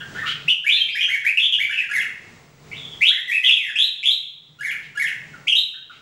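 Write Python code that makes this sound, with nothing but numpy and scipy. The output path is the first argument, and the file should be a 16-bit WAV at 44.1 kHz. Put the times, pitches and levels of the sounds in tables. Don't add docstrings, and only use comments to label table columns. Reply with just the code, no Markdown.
import sys
import numpy as np
from scipy import signal
from scipy.fft import rfft, irfft, next_fast_len
from scipy.io import wavfile
from scipy.ndimage import uniform_filter1d, minimum_filter1d, map_coordinates

SR = 44100
rng = np.random.default_rng(int(sys.argv[2]) if len(sys.argv) > 2 else 0)


def invert_db(level):
    return 10 ** (np.asarray(level, dtype=float) / 20)


def unload_wav(signal):
    wavfile.write(
        sys.argv[1],
        SR,
        np.round(np.clip(np.atleast_2d(signal).T, -1, 1) * 32767).astype(np.int16),
    )


N = 265041

# f/Hz, density/dB
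TOWN_SPECTRUM = [(7.1, -53), (12, -10), (59, -14.5), (128, -5), (344, -13), (438, -10.5), (509, -16),
                 (1370, -18), (1640, -23), (1960, -18), (2980, -24), (7330, -27.5), (10800, -45),
                 (15500, -46)]
# t/s, level/dB
HUM_LEVEL = [(0, -1), (1, 0), (2.2, 2), (3, 0.5), (3.8, 0), (4.4, -4.5), (5, 0), (6.01, -3.5)]
# middle t/s, half length/s, level/dB
TRAFFIC_SWELLS = [(0, 0.082, -42), (0.427, 0.091, -40.5), (1.3, 0.1, -57), (2.783, 0.13, -44.5),
                  (4.555, 0.21, -47.5), (5.2, 0.37, -48.5)]
# t/s, length/s, level/dB
FLUTTERS = [
    (0.132, 0.066, -38.5),
    (0.249, 0.081, -21),
    (4.813, 0.055, -32.5),
    (5.886, 0.099, -35.5),
]
# f/Hz, density/dB
CAGE_SPECTRUM = [(900, -120), (1500, -12), (3000, 3.5), (5000, -14), (9000, -31), (15000, -40.5)]
# f/Hz, t60/s
YARD_T60 = [(1000, 0.63), (3000, 0.67), (6000, 0.62), (12000, 0.44)]
# f/Hz, level/dB
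WALL_COLOUR = [(1000, -0.5), (4000, -2.5), (7000, -3.5), (12000, -6)]
# f/Hz, level/dB
THROAT_RESPONSE = [(1000, -7.5), (1600, -6.5), (2200, -2.5), (3500, 1), (4600, -5.5), (7000, -7),
                   (9300, -15), (11000, -6), (12500, -13.5), (14000, -13.5), (15500, -30)]
# f/Hz, side minus mid/dB
STEREO_WIDTH = [(30, -20), (125, -20), (400, -16), (1000, -19), (2400, -39), (4400, -23), (7000, -16),
                (15000, -14)]
# f/Hz, level/dB
MASK_FLOOR = [(300, -60), (600, -47), (1400, -43), (2500, -60), (7000, -56), (9000, -51), (11000, -54),
              (12300, -49), (15500, -50)]

# t/s, length/s, entry f/Hz, goal f/Hz, level/dB
FAR_NOTES = [(0, 0.038, 1584, 1595, -28), (.148, 0.049, 1392, 1872, -23.5), (.19, 0.051, 1860, 1722, -25.5),
             (.225, 0.036, 1263, 1334, -23.5), (.265, 0.0583, 1357, 1580, -25),
             (2.712, .05, 1970, 3530, -34.5), (2.76, 0.19, 3483, 3360, -36.5),
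             (5.33, 0.024, 1563, 1310, -28.5), (5.73, 0.027, 1453, 1600, -23.5),
             (5.77, 0.023, 1510, 1650, -35), (5.895, 0.012, 1373, 1485, -18),
             (5.925, 0.031, 1494, 1570, -42)]
CLIMBS = [(.76, 0.026, 2420, 2820, 1), (.88, 0.028, 2133, 2684, -4), (1.365, 0.025, 2476, 2608, 4.5),
          (3.006, .1, 1798, 3704, 5), (5.537, .063, 2798, 3950, 0)]
SCOOPS = [(.252, .06, 3088, 3205, -19.5), (.68, 0.094, 2968, 3940, 2), (1.388, 0.091, 3336, 3333, 2),
          (3.752, .105, 3060, 3930, 4), (4.027, 0.11, 2991, 3965, 2.5)]
HOOKS = [(.474, 0.063, 1877, 3188, -2), (1.003, 0.054, 2557, 3213, -5), (1.708, 0.0367, 2706, 3057, -7.5),
         (1.735, .07, 2342, 2840, -5), (3.436, .064, 2900, 3300, 4.5), (5.467, 0.071, 1793, 3258, -5)]
DROPS = [
    (0, 0.019, 3410, 2500, -27),
    (1.52, 0.036, 3216, 2634, 3.5),
    (3.498, 0.0588, 3452, 3145, 5),
]
REED_GLIDES = [(.64, 0.028, 1424, 2040, -11.5), (.662, 0.039, 2143, 2517, 2.5),
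               (.74, 0.045, 1650, 1940, -18), (.80, 0.031, 3230, 3125, 2.5), (.9, 0.22, 4390, 6580, -24.5),
               (1.69, 0.042, 1357, 1924, -8), (3.17, 0.0456, 1652, 2024, -8), (3.275, .045, 2043, 1842, -2),
               (3.425, 0.027, 1975, 2038, -3), (1.805, 0.046, 2173, 1562, -10),
               (1.138, 0.029, 2187, 1584, -7), (3.55, .05, 2925, 2323, -0.5), (3.6, .11, 2395, 1614, -5.5)]
REED_SCOOPS = [(.945, 0.084, 2432, 2480, -3), (1.076, 0.076, 2243, 2235, -4.5),
               (1.238, 0.066, 2290, 2620, -2), (1.582, 0.0767, 2426, 2267, -2.5),
               (3.298, .087, 2680, 2529, 1.5)]
REED_HOOKS = [(3.1, 0.075, 1355, 2203, -7)]
# t after phrase start/s, f/Hz, level/dB
PHRASE = [
    [(0, 1338, -19.5), (.02, 1504, -6)],
    [(.003, 2725, -27), (.022, 2930, -17)],
    [(.021, 1624, 3), (.042, 1741, -8.5), (.05, 2141, -0.5), (.064, 2240, 0), (.082, 1843, 2),
     (.115, 1608, -10)],
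    [(.1, 3320, -24), (.118, 3277, -21), (.125, 2864, -8.5), (.136, 1967, -4), (.15, 1200, -11.5)],
]
# t/s, level/dB
PHRASE_STARTS = [
    (1.887, -0.5),
    (4.584, -4),
    (4.947, -3),
]

FACING_S = 3.75


def unit(x):
    return x / np.sqrt(np.mean(x ** 2) + 1e-20)


def along(points, hz):
    f, v = np.transpose(points)
    return np.interp(np.log(hz + 1), np.log(f + 1), v)


def wobble(rate_hz, count=N):
    knots = rng.standard_normal(int(N * rate_hz / SR) + 4)
    return map_coordinates(knots, [np.arange(count) * rate_hz / SR])


def filtered(x, response):
    m = next_fast_len(N + 8192)
    return irfft(rfft(x, m) * response(np.fft.rfftfreq(m, 1 / SR)), m)[..., :N]


def widened(pair):
    side = filtered(pair[1], lambda hz: invert_db(along(STEREO_WIDTH, hz)))
    return np.array([pair[0] + side, pair[0] - side])


def town():
    t = np.arange(N) / SR
    hum = unit(filtered(widened(rng.standard_normal((2, N))), lambda hz: invert_db(along(TOWN_SPECTRUM, hz))))
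    hum_db = -42.5 + 2.8 * wobble(7) + np.interp(t, *np.transpose(HUM_LEVEL))
    drone = unit(filtered(rng.standard_normal(N), lambda hz: 1 / (1 + ((hz - 148) / 14) ** 2)))
    idle_db = -52.5
    swells = sum(invert_db(db) * np.exp(-((t - s) / half_s) ** 2) for s, half_s, db in TRAFFIC_SWELLS)
    whine = np.sin(2 * np.pi * 15661 * t + .4 * wobble(30))
    return invert_db(hum_db) * hum + (invert_db(idle_db) + swells) * drone + invert_db(-60.5) * whine


def shaped(rows, bend, swell, entry_db, exit_db, top=1, sag=1, scoop=0, scoop_s=.01):
    u = np.linspace(0, 1, 17)
    top, swell = np.clip(top, .1, 1), np.clip(swell, .05, .6)
    run = np.minimum(u / top, 1) ** bend
    after = np.maximum(u - top, 0) / max(1 - top, .01)
    breath_db = entry_db * np.clip(1 - u / swell, 0, 1) + exit_db * u ** 3
    notes = []
    for start_s, length_s, entry_hz, goal_hz, db in rows:
        t = length_s * u
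        flick = 1 - scoop * np.exp(-(t / scoop_s) ** 2)
        pitch_hz = (entry_hz + (goal_hz - entry_hz) * run) * sag ** after * flick
        notes.append(np.transpose([start_s + t, pitch_hz, db + breath_db]))
    return notes


def sing(notes, overtones_db, quaver, burr_db, breath_db):
    out, air = np.zeros(N + SR), rng.standard_normal(N + SR)
    shake, burr = wobble(380), wobble(420)
    for note in notes:
        s, hz, db = np.transpose(note)
        start = max(round(s[0] * SR), 0)
        t = np.arange(start, max(round(s[-1] * SR), start + 64)) / SR
        span = len(t)
        pitch_hz = uniform_filter1d(np.interp(t, s, hz), size=180, mode="nearest")
        shaken_hz = pitch_hz * (1 + quaver * shake[start:][:span])
        phase = 2 * np.pi * np.cumsum(shaken_hz) / SR
        tone = np.sqrt(2) * sum(invert_db(g) * np.sin((k + 1) * phase) for k, g in enumerate(overtones_db))
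        edge = np.clip(np.minimum((t - t[0]) / .005, (t[-1] - t) / .005), 0, 1)
        size = invert_db(np.interp(t, s, db) + burr_db * burr[start:][:span]) * edge ** 2
        out[start:][:span] += size * (tone + invert_db(breath_db) * air[start:][:span])
    return filtered(out[:N], lambda hz: invert_db(along(THROAT_RESPONSE, hz)) / (1 + (900 / (hz + 1)) ** 4))


def yard(x, direct_db, early_db, early_t60, late_db):
    hz, t, z = signal.stft(rng.standard_normal((2, SR)), SR, nperseg=128)
    early = invert_db(early_db - 60 * t / early_t60) / np.sqrt(early_t60)
    late = invert_db(late_db - 60 * t / along(YARD_T60, hz)[:, None])
    colour = invert_db(along(WALL_COLOUR, hz))[:, None]
    tail = signal.istft(z * (early + late) * colour, SR, nperseg=128)[1] / np.sqrt(0.051 * SR)
    wet = signal.fftconvolve(np.pad(x, (130, 0))[None], tail, axes=1)[:, :N]
    return invert_db(direct_db) * x + widened(wet)


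def far_birds():
    t = np.arange(N) / SR
    flaps = sum(invert_db(db) * np.clip(4 * (t - s) * (s + d - t) / d ** 2, 0, 1) for s, d, db in FLUTTERS)
    beating = rng.standard_normal(N) * invert_db(0.79 * wobble(98))
    rustle = unit(filtered(beating, lambda hz: invert_db(along(CAGE_SPECTRUM, hz))))
    notes = shaped(FAR_NOTES, bend=0.86, swell=0.21, entry_db=6, exit_db=-4.5)
    voice = sing(notes, overtones_db=[0, -22], quaver=0.03, burr_db=6.5, breath_db=-23.5)
    return yard(voice + flaps * rustle, direct_db=-8, early_db=-6, early_t60=.2, late_db=-2)


def whistlers():
    notes = (shaped(CLIMBS, bend=.7, swell=0.35, entry_db=-16.5, exit_db=0.5)
             + shaped(SCOOPS, bend=1.1, swell=0.33, entry_db=-6, exit_db=-6.5, scoop=.27, scoop_s=.011)
             + shaped(HOOKS, bend=.9, swell=0.26, entry_db=-4, exit_db=4.5, top=.32, sag=.84)
             + shaped(DROPS, bend=1.1, swell=0.19, entry_db=-18, exit_db=-15))
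    away_notes = [n for n in notes if n[0][0] < FACING_S]
    facing_notes = [n for n in notes if n[0][0] >= FACING_S]
    away = sing(away_notes, overtones_db=[-0.5, -27.5, -28, -48.0],
                quaver=.055, burr_db=5.5, breath_db=-20.0)
    facing = sing(facing_notes, overtones_db=[1.0, -20.5, -17.5, -55],
                  quaver=.044, burr_db=6.0, breath_db=-19.5)
    return yard(away + facing, direct_db=-8, early_db=-7.5, early_t60=0.2, late_db=-5.0)


def reedy_singer():
    notes = (shaped(REED_GLIDES, bend=.75, swell=0.71, entry_db=-1.5, exit_db=-5)
             + shaped(REED_SCOOPS, bend=1.106, swell=0.26, entry_db=-12, exit_db=-3.5, scoop=.36, scoop_s=.021)
             + shaped(REED_HOOKS, bend=0.97, swell=0.15, entry_db=-5, exit_db=-2, top=0.53, sag=.76))
    phrases = [[(start_s + s, hz, db + start_db) for s, hz, db in note]
               for start_s, start_db in PHRASE_STARTS for note in PHRASE]
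    husky = sing(notes, overtones_db=[1.0, -31, -25.5, -23.5, -27.5, -23.5],
                 quaver=.014, burr_db=3, breath_db=-20.5)
    clear = sing(phrases, overtones_db=[-2, -31, -25.5, -24.5, -21.5, -24],
                 quaver=.005, burr_db=3.5, breath_db=-22)
    return yard(husky + clear, direct_db=-4.5, early_db=-7.0, early_t60=0.25, late_db=-3)


def scene():
    return town() + far_birds() + whistlers() + reedy_singer()


def ducked(x):
    open_db, duck_from_db, duck_share = -2.5, -24, 0.59
    react_s, forget_db_per_s = 0.061, 15.5
    span = round(react_s * SR)
    creep_db = forget_db_per_s * np.arange(N) / SR
    power = np.abs(uniform_filter1d(x.mean(axis=0) ** 2, size=span, origin=(span - 1) // 2))
    memory_db = np.maximum.accumulate(10 * np.log10(power + 1e-12) + creep_db) - creep_db
    return x * invert_db(open_db - duck_share * np.maximum(memory_db - duck_from_db, 0))


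def limited(x, top, hold_s):
    span = round(hold_s * SR)
    need = np.minimum(1, top / (np.abs(x).max(axis=0) + 1e-9))
    return x * uniform_filter1d(minimum_filter1d(need, size=span), size=span // 2)


def thinned(x):
    hz, t, z = signal.stft(x, SR, nperseg=1536)
    power = np.abs(z.mean(axis=0)) ** 2
    band_power = np.add.reduceat(power, np.arange(0, len(hz), 8))
    bands = np.repeat(band_power, 8, axis=0)[:len(hz)]
    kept = bands > bands.max(axis=0) * invert_db(2 * along(MASK_FLOOR, hz))[:, None]
    return signal.istft(z * kept, SR, nperseg=1536)[1][:, :N]


def top_cut(x):
    return signal.sosfilt(signal.butter(12, 16240, fs=SR, output="sos"), x)


def record(dry):
    x = limited(ducked(dry), top=.76, hold_s=.0012)
    x = x / (1 + np.abs(x / 0.77) ** 4.8) ** (1 / 6.9)
    thump = filtered(x ** 2, lambda hz: hz / (hz + 500) / (1 + (hz / 1500) ** 4))
    x = x + invert_db(-21) * thump
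    x = filtered(thinned(x), lambda hz: hz < 15800)
    return top_cut(x)


dry = scene()
out = record(dry)
unload_wav(out)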